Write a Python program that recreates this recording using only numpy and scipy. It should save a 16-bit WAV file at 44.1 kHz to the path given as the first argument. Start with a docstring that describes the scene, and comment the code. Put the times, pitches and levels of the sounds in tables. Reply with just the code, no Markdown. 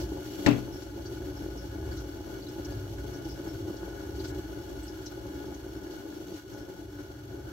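"""One clunk switches off a window air conditioner in a garage and rings its sheet-metal case.
A slow rotor throbs on and fades, its low shaft orders beating together. Refrigerant keeps gurgling
in the coil and hissing through the tubes, with small spits as bubbles pass the capillary.
The microphone is close, the unit a little to its left."""
import sys
import numpy as np
from scipy import signal
from scipy.fft import rfft, irfft
from scipy.io import wavfile

SR = 44100
rng = np.random.default_rng(int(sys.argv[2]) if len(sys.argv) > 2 else 0)


def dump_mix(stems):
    """Bounce the given channels to the path in sys.argv[1] as a 16-bit WAV at rate SR."""
    frames = np.atleast_2d(stems).T  # one column per channel
    limited = np.clip(frames, -1, 1)  # hard clip at full scale
    pcm = np.round(limited * 32767).astype(np.int16)
    wavfile.write(sys.argv[1], SR, pcm)


N = 331632
TIME_S, FREQ_HZ = np.arange(N) / SR, np.fft.rfftfreq(N, 1 / SR)


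def amp(db):
    """Decibels to gain."""
    return 10 ** (np.asarray(db) / 20)


def unit_rms(x):
    """Scale to rms 1."""
    return x / np.sqrt(np.mean(x ** 2) + 1e-30)


def at_freq(curve, hz=FREQ_HZ):
    """Interpolate a curve on a log-frequency axis."""
    knots_hz, values = np.transpose(curve)
    return np.interp(np.log(hz + 1), np.log(knots_hz + 1), values)


def at_time(rows, column):
    """Interpolate one column at every sample."""
    rows = np.array(rows)
    return np.interp(TIME_S, rows[:, 0], rows[:, column])


def add(mix, start_s, sound):
    """Mix in a stereo sound."""
    part = mix[:, max(round(start_s * SR), 0):][:, :sound.shape[1]]
    part += sound[:, :part.shape[1]]


def peak(hz, centre_hz, width_hz):
    """Gain of a steep-skirted resonance."""
    return 1 / (1 + (2 * (hz - centre_hz) / width_hz) ** 2)


def response(modes, bed):
    """Gain of resonances on a smooth bed, summed in power."""
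    power = sum((amp(db) * peak(FREQ_HZ, hz, width_hz)) ** 2 for hz, width_hz, db in modes)
    return np.sqrt(amp(at_freq(bed)) ** 2 + power)


def wander(rate_hz):
    """Random drift of rms 1, up to about rate_hz."""
    t = np.arange(0, N / SR + 1, 1 / 500)
    hz = np.fft.rfftfreq(len(t), t[1])
    lowpass = (hz > 0) / (1 + (hz / rate_hz) ** 2)
    drift = irfft(rfft(rng.standard_normal(len(t))) * lowpass, len(t))
    return np.interp(TIME_S, t, unit_rms(drift))


def burst(spectrum, t60_curve):
    """1 s of coloured stereo noise, each band with its own decay."""
    hz, t, bands = signal.stft(rng.standard_normal((2, SR)), SR, nperseg=512)
    bands = bands * amp(at_freq(spectrum, hz))[:, None]
    decay = amp(-60 * t / at_freq(t60_curve, hz)[:, None])
    steady = signal.istft(bands, SR)[1]
    dying = signal.istft(bands * decay, SR)[1]
    return dying[:, :SR] / steady.std()


def radiate(drive, colour):
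    """Colour two noise streams and spread them in stereo: alike in the bass, diffuse above."""
    # left-right likeness: freq_hz, correlation
    likeness = [(40, 1), (130, 0.94), (230, 0.52), (290, .97), (390, 0.94), (540, 0.45), (650, 0.015),
                (1400, 0.11), (3000, 0.002), (15000, 0)]
    # left over right: freq_hz, difference_db
    balance = [(60, -18), (120, 12.5), (190, 2.5), (330, 0.5), (380, -0.5), (460, 12.5), (600, 6.5),
               (850, 6.5), (1200, 0.5), (1500, 3), (2500, 0.5), (6500, 0), (8500, 5.5), (14000, 5.5)]
    common, diffuse = rfft(drive)
    correlation = np.clip(at_freq(likeness), -1, 1)
    lean_db = at_freq(balance) / 2
    left = common * amp(lean_db)
    right = (correlation * common + np.sqrt(1 - correlation ** 2) * diffuse) * amp(-lean_db)
    return unit_rms(irfft(np.array([left, right]) * colour, N))


def rotor(shaft_hz=14.32, speed_waver=0.004, flutter=0.62):
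    """Low orders of a slightly unsteady shaft beat into a throb."""
    # shaft harmonics: order, gain_db
    orders = [(3, -16), (4, 1), (5, -0.5), (6, -8), (7, -1), (8, -2.5), (9, -4), (13, -15.5)]
    # throb envelope: time_s, gain_db
    throb = [(0.0, -37), (0.33, -46), (0.42, -44), (0.46, -31), (0.48, -29), (0.58, -35), (0.65, -33),
             (0.73, -45), (1.21, -42), (1.4, -42), (1.63, -42), (1.95, -33.5), (2.07, -41.5), (2.16, -40.5),
             (2.28, -43), (2.32, -47), (2.45, -44), (2.49, -44.5), (2.79, -36.5), (2.83, -41),
             (3.08, -40.5), (3.14, -45), (3.35, -38), (3.39, -42.5), (3.64, -38.5), (3.71, -45),
             (4.36, -38), (4.52, -44.5), (4.61, -43), (4.69, -46), (4.84, -40), (4.88, -47), (5.13, -47.5),
             (5.36, -44), (5.42, -50), (5.49, -44), (5.72, -45), (6.01, -57.5), (6.36, -52), (6.41, -54.5),
             (6.62, -49.5), (6.7, -66), (6.87, -49), (7.2, -48), (7.31, -44), (7.41, -46), (7.46, -41),
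             (7.52, -47)]
    turns = np.cumsum(shaft_hz * (1 + speed_waver * wander(rate_hz=2.46))) / SR
    hum = 0
    for order, db in orders:
        phase = 2 * np.pi * (order * turns + rng.random())
        in_phase = (1 + flutter * wander(rate_hz=2.8)) * np.cos(phase)
        quadrature = flutter * wander(rate_hz=1.8) * np.sin(phase)
        hum = hum + amp(db) * (in_phase + quadrature)
    envelope = [row for row in throb if not 0.36 < row[0] < 0.68]  # stays low through the clunk
    return amp(at_time(envelope, 1) - 1) * unit_rms(hum)


def bubbling(pops_per_s, spread_db, pop_share):
    """Two independent streams of turbulence with bursting bubbles."""
    onsets = rng.random(N) < pops_per_s / SR
    strength = amp(spread_db * np.minimum(rng.exponential(1, N), 4))
    turbulence = rng.standard_normal((2, N))
    pops = unit_rms(onsets * strength * rng.standard_normal((2, N)))
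    return np.sqrt(1 - pop_share) * turbulence + np.sqrt(pop_share) * pops


def refrigerant():
    """Bubbly flow excites the coil and case hollows, thin tubes and capillary jet; all surge together."""
    # flow envelopes: time_s, gurgle_db, tubes_db, jet_db
    flow = [
        (0, -34, -54, -51.5), (0.044, -37.5, -56.5, -59), (0.112, -40.5, -61, -61.5),
        (0.16, -35, -58, -60), (0.262, -41, -54, -57), (0.27, -41, -60, -57.5),
        (0.384, -38, -57.5, -57.5), (0.44, -35, -56, -54), (0.66, -41, -57.5, -61),
        (0.85, -41.5, -60.5, -62), (0.87, -42.5, -58, -64.5), (0.93, -43, -61, -63),
        (0.98, -36.5, -59, -64), (1.04, -41.5, -61, -59.5), (1.06, -40.5, -54.5, -63),
        (1.12, -39, -60.5, -61), (1.18, -41, -55, -58.5), (1.19, -41, -63, -61),
        (1.21, -39.5, -58.5, -62), (1.67, -41, -58.5, -62), (1.77, -41, -56.5, -64),
        (1.8, -39.5, -59, -63), (1.92, -38, -54.5, -60.5), (2, -41.5, -54, -61), (2.03, -40, -58.5, -63),
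        (2.11, -43.5, -58, -62), (2.15, -39.5, -59.5, -62.5), (2.38, -39, -55.5, -61),
        (2.42, -40, -60.5, -61), (2.74, -39, -55.5, -60.5), (2.86, -43, -58, -63), (2.91, -39, -66, -61),
        (2.97, -39.5, -60, -62), (2.99, -42, -51, -62), (3.03, -39, -60, -61), (3.12, -39, -55, -60),
        (3.18, -38, -55.5, -61.5), (3.33, -40, -61, -60.5), (3.39, -38, -54, -62),
        (3.43, -41.5, -57.5, -63), (3.49, -37.5, -51, -60), (3.52, -42, -60, -62), (3.7, -37, -58.5, -62),
        (3.72, -41.5, -61.5, -63), (3.85, -38.5, -53.5, -61.5), (3.89, -37, -57, -61.5),
        (3.93, -42.5, -58, -64), (4.02, -39, -54.5, -61), (4.12, -42, -59.5, -63.5),
        (4.23, -37.5, -59.5, -59), (4.25, -40, -48.5, -59), (4.29, -41, -60, -58), (4.33, -39, -51, -64),
        (4.35, -37.5, -59, -61), (4.42, -41, -56, -61.5), (4.75, -40, -59.5, -63),
        (4.84, -42.5, -59, -61.5), (4.88, -45, -60, -61.5), (4.92, -39.5, -57, -62.5),
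        (4.98, -43, -57, -62), (5.3, -40, -59, -64), (5.34, -39, -56.5, -61), (5.47, -40, -58.5, -63),
        (5.65, -43, -58.5, -63), (5.84, -39.5, -58, -64), (5.9, -41.5, -57, -62),
        (6.08, -40.5, -60, -63.5), (6.28, -43, -60.5, -62.5), (6.33, -38, -61, -59),
        (6.39, -47.5, -56, -61.5), (6.45, -49, -65, -69), (6.54, -42, -59.5, -64),
        (6.74, -43.5, -61, -66), (6.83, -41.5, -61.5, -64.5), (6.87, -49, -66, -68.5),
        (6.98, -45, -57.5, -64), (7.27, -46.5, -63, -67.5), (7.29, -42.5, -59, -64.5),
        (7.37, -41.5, -61.5, -66.5), (7.52, -41.5, -55, -63.5)]
    # resonances: centre_hz, width_hz, gain_db
    hollow_modes = [(187, 34, -11.5), (231.6, 25, -12.5), (293.8, 23.5, 1), (326.3, 35, 1), (375, 52, -1.5),
                    (428, 36, -18), (479, 47, -21.5), (555.6, 50.4, -12), (674.5, 106, -17.5),
                    (845.6, 64, -14.5)]
    tube_modes = [(1010, 61, -8), (1280, 140, -10), (1463.6, 94, 3.5), (1673, 55, -3), (2224, 84, -9.5)]
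    jet_modes = [(2926, 216, 4), (3360, 300, 1.5), (3940, 220, -1.5), (4446, 320, 4), (5396, 195, 4),
                 (5810, 200, 0.5), (6254, 260, 2.5), (7600, 340, -11.5), (11300, 530, -6.5),
                 (13200, 500, -11)]
    # broadband beds under them: freq_hz, gain_db
    hollow_bed = [(30, -36), (100, -10.5), (250, -33), (600, -27.5), (900, -29), (1200, -33.5), (2000, -60)]
    tube_bed = [(500, -25), (1100, -17), (1800, -16.5), (2400, -34.5), (4000, -35)]
    jet_bed = [(800, -22), (2000, -4), (2550, -6), (3600, -4.5), (5000, -9.5), (6700, -6), (8000, -7),
               (10500, -10), (12000, -8.5), (15500, -10)]
    surge = wander(rate_hz=19)
    hollow_drive = bubbling(pops_per_s=120, spread_db=0, pop_share=0.33) * amp(0.86 * surge)
    tube_drive = bubbling(pops_per_s=200, spread_db=2, pop_share=0.24) * amp(0.93 * surge)
    jet_drive = bubbling(pops_per_s=1500, spread_db=3, pop_share=0.17)
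    jet_drive *= amp(0.68 * surge + 0.91 * wander(rate_hz=55))
    gurgle = radiate(hollow_drive, response(hollow_modes, hollow_bed)) * amp(at_time(flow, 1) + 0.36)
    tubes = radiate(tube_drive, response(tube_modes, tube_bed)) * amp(at_time(flow, 2) + 3)
    jet = radiate(jet_drive, response(jet_modes, jet_bed)) * amp(at_time(flow, 3) + 8.5)
    return gurgle + tubes + jet


def spits(rise_share=0.34, size=8192):
    """Each bubble through the capillary is a pitched puff of hiss that swells fast and dies."""
    # bubbles: start_s, gain_db, pitch_hz, width_hz, length_s
    bubbles = [(0.0, -51.5, 5000, 2500, 0.044), (0.716, -56.5, 5480, 500, 0.085),
               (0.819, -54.5, 5000, 5000, .025), (1.054, -52, 4550, 500, 0.023),
               (1.054, -55, 5840, 1200, .035), (1.362, -56, 5450, 600, 0.032),
               (1.568, -55.5, 5400, 600, .06), (1.913, -57, 4480, 500, 0.022),
               (1.972, -55, 4230, 900, .025), (1.966, -54, 5860, 1400, 0.053),
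               (2.42, -53, 4500, 350, 0.021), (2.463, -54, 4000, 400, 0.025), (2.485, -55, 5360, 700, .015),
               (2.646, -47, 5740, 1700, 0.016), (2.723, -57, 4800, 900, .015),
               (3.13, -54.5, 5700, 1400, .04), (3.246, -55, 5540, 700, .018), (3.284, -53, 5300, 900, 0.06),
               (3.476, -59, 5400, 400, .06), (3.764, -54.5, 5500, 3000, 0.018),
               (4.19, -51.5, 4420, 900, 0.032), (4.24, -49, 4900, 3000, 0.028),
               (4.275, -53, 7750, 3500, 0.028), (4.829, -51, 8140, 600, .016),
               (4.876, -52, 5360, 1700, .03), (5.057, -46.5, 5600, 1490, 0.027),
               (5.067, -56, 4020, 500, .025), (5.54, -56, 6200, 1200, .022),
               (5.906, -58, 4800, 3500, 0.044), (6.331, -57.5, 5000, 7000, 0.072),
               (6.524, -59, 6030, 1500, 0.035), (6.575, -63, 5450, 500, 0.054)]
    out = np.zeros((2, N))
    t, hz = np.arange(size) / SR, np.fft.rfftfreq(size, 1 / SR)
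    for start_s, db, pitch_hz, width_hz, length_s in bubbles:
        noise = rfft(rng.standard_normal((2, size)))
        puff = unit_rms(irfft(noise * peak(hz, pitch_hz, width_hz)))
        age = t / (length_s * rise_share)  # 1 at the crest
        add(out, start_s, amp(db + 2) * puff * age * np.exp(1 - age))
    return out * amp([[1], [-1]])


def clunk(crack_decay_s=0.0078, ring_delay_s=0.002935, ring_rise_s=0.0023, room_rise_s=0.0049):
    """The switch snaps and rebounds: a crack, then the panels ring and the garage reverberates."""
    # switch blows on the case: start_s, crack_db, ring_db
    blows = [(0.4626, -10.5, -11), (0.486, -24, -22.5), (0.511, -28, -42)]
    # panel modes: freq_hz, gain_db, t60_s
    case_modes = [(124.1, -9, 0.47), (160, -10, 0.22), (213.4, -8, 0.17), (248.4, -4, 0.27),
                  (290, 2.5, 0.25), (334, -10.5, 0.29), (417, -15, 0.44), (575, -10.5, 0.21),
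                  (665, -17, .25), (837, -14, 0.22), (1012, -27, 0.28), (1403, -17.5, 0.18),
                  (2290, -37, 0.33), (2620, -19, 0.24), (2762, -24, .2)]
    # crack and reverb spectra: freq_hz, density_db
    crack_spectrum = [(88, -28), (150, 6.5), (346, -13.5), (1090, -32), (1940, -14), (3410, -32),
                      (3760, -19.5), (5440, -27), (7710, -31), (9180, -38), (15500, -44)]
    garage_spectrum = [(35, -49), (60, -24), (123, -7), (152, -16), (291, -1.5), (368, -31), (413, -13),
                       (1170, -21.5), (1380, -24), (2590, -23.5), (7540, -46), (9080, -66), (15500, -54)]
    # reverb decay: freq_hz, t60_s
    garage_t60 = [(100, .55), (300, 0.38), (1000, .3), (2700, .31), (6000, 0.21), (14000, .3)]
    crack_t60 = [(200, 3), (4000, 0.92), (12000, 0.1)]  # damping on top of crack_decay_s
    out, t = np.zeros((2, N)), np.arange(SR) / SR
    ring = sum(amp(db - 60 * t / t60_s) * np.sin(2 * np.pi * hz * t) for hz, db, t60_s in case_modes)
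    ring *= 1 - np.exp(-t / ring_rise_s)
    for start_s, crack_db, ring_db in blows:
        crack = burst(crack_spectrum, crack_t60) * np.exp(-t / crack_decay_s)
        add(out, start_s, amp(crack_db) * crack * amp([[0], [-7]]))
        add(out, start_s + ring_delay_s, amp(ring_db) * ring * amp([[0], [-12]]))
    reverb = burst(garage_spectrum, garage_t60) * (1 - np.exp(-t / room_rise_s))
    add(out, blows[0][0], reverb * amp([[-20], [-23]]))
    return out


def scene():
    """The clunk over the rotor and the refrigerant."""
    return clunk() + rotor() + refrigerant() + spits()


def record(dry):
    """A treble dip at each microphone port, then a 15.8 kHz low-pass."""
    # port dips, left then right: centre_hz, width_hz, depth_db
    notches = [(9030, 810, 11.5), (9700, 1340, 19)]
    ports_db = [-depth_db * np.exp(-((FREQ_HZ - hz) / width_hz) ** 2)
                for hz, width_hz, depth_db in notches]
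    heard = irfft(rfft(dry) * amp(ports_db), N)
    lowpass = signal.firwin(1023, 15800, window=("kaiser", 9), fs=SR)
    return signal.oaconvolve(heard, lowpass[None], "same")


dry = scene()
out = record(dry)
dump_mix(out)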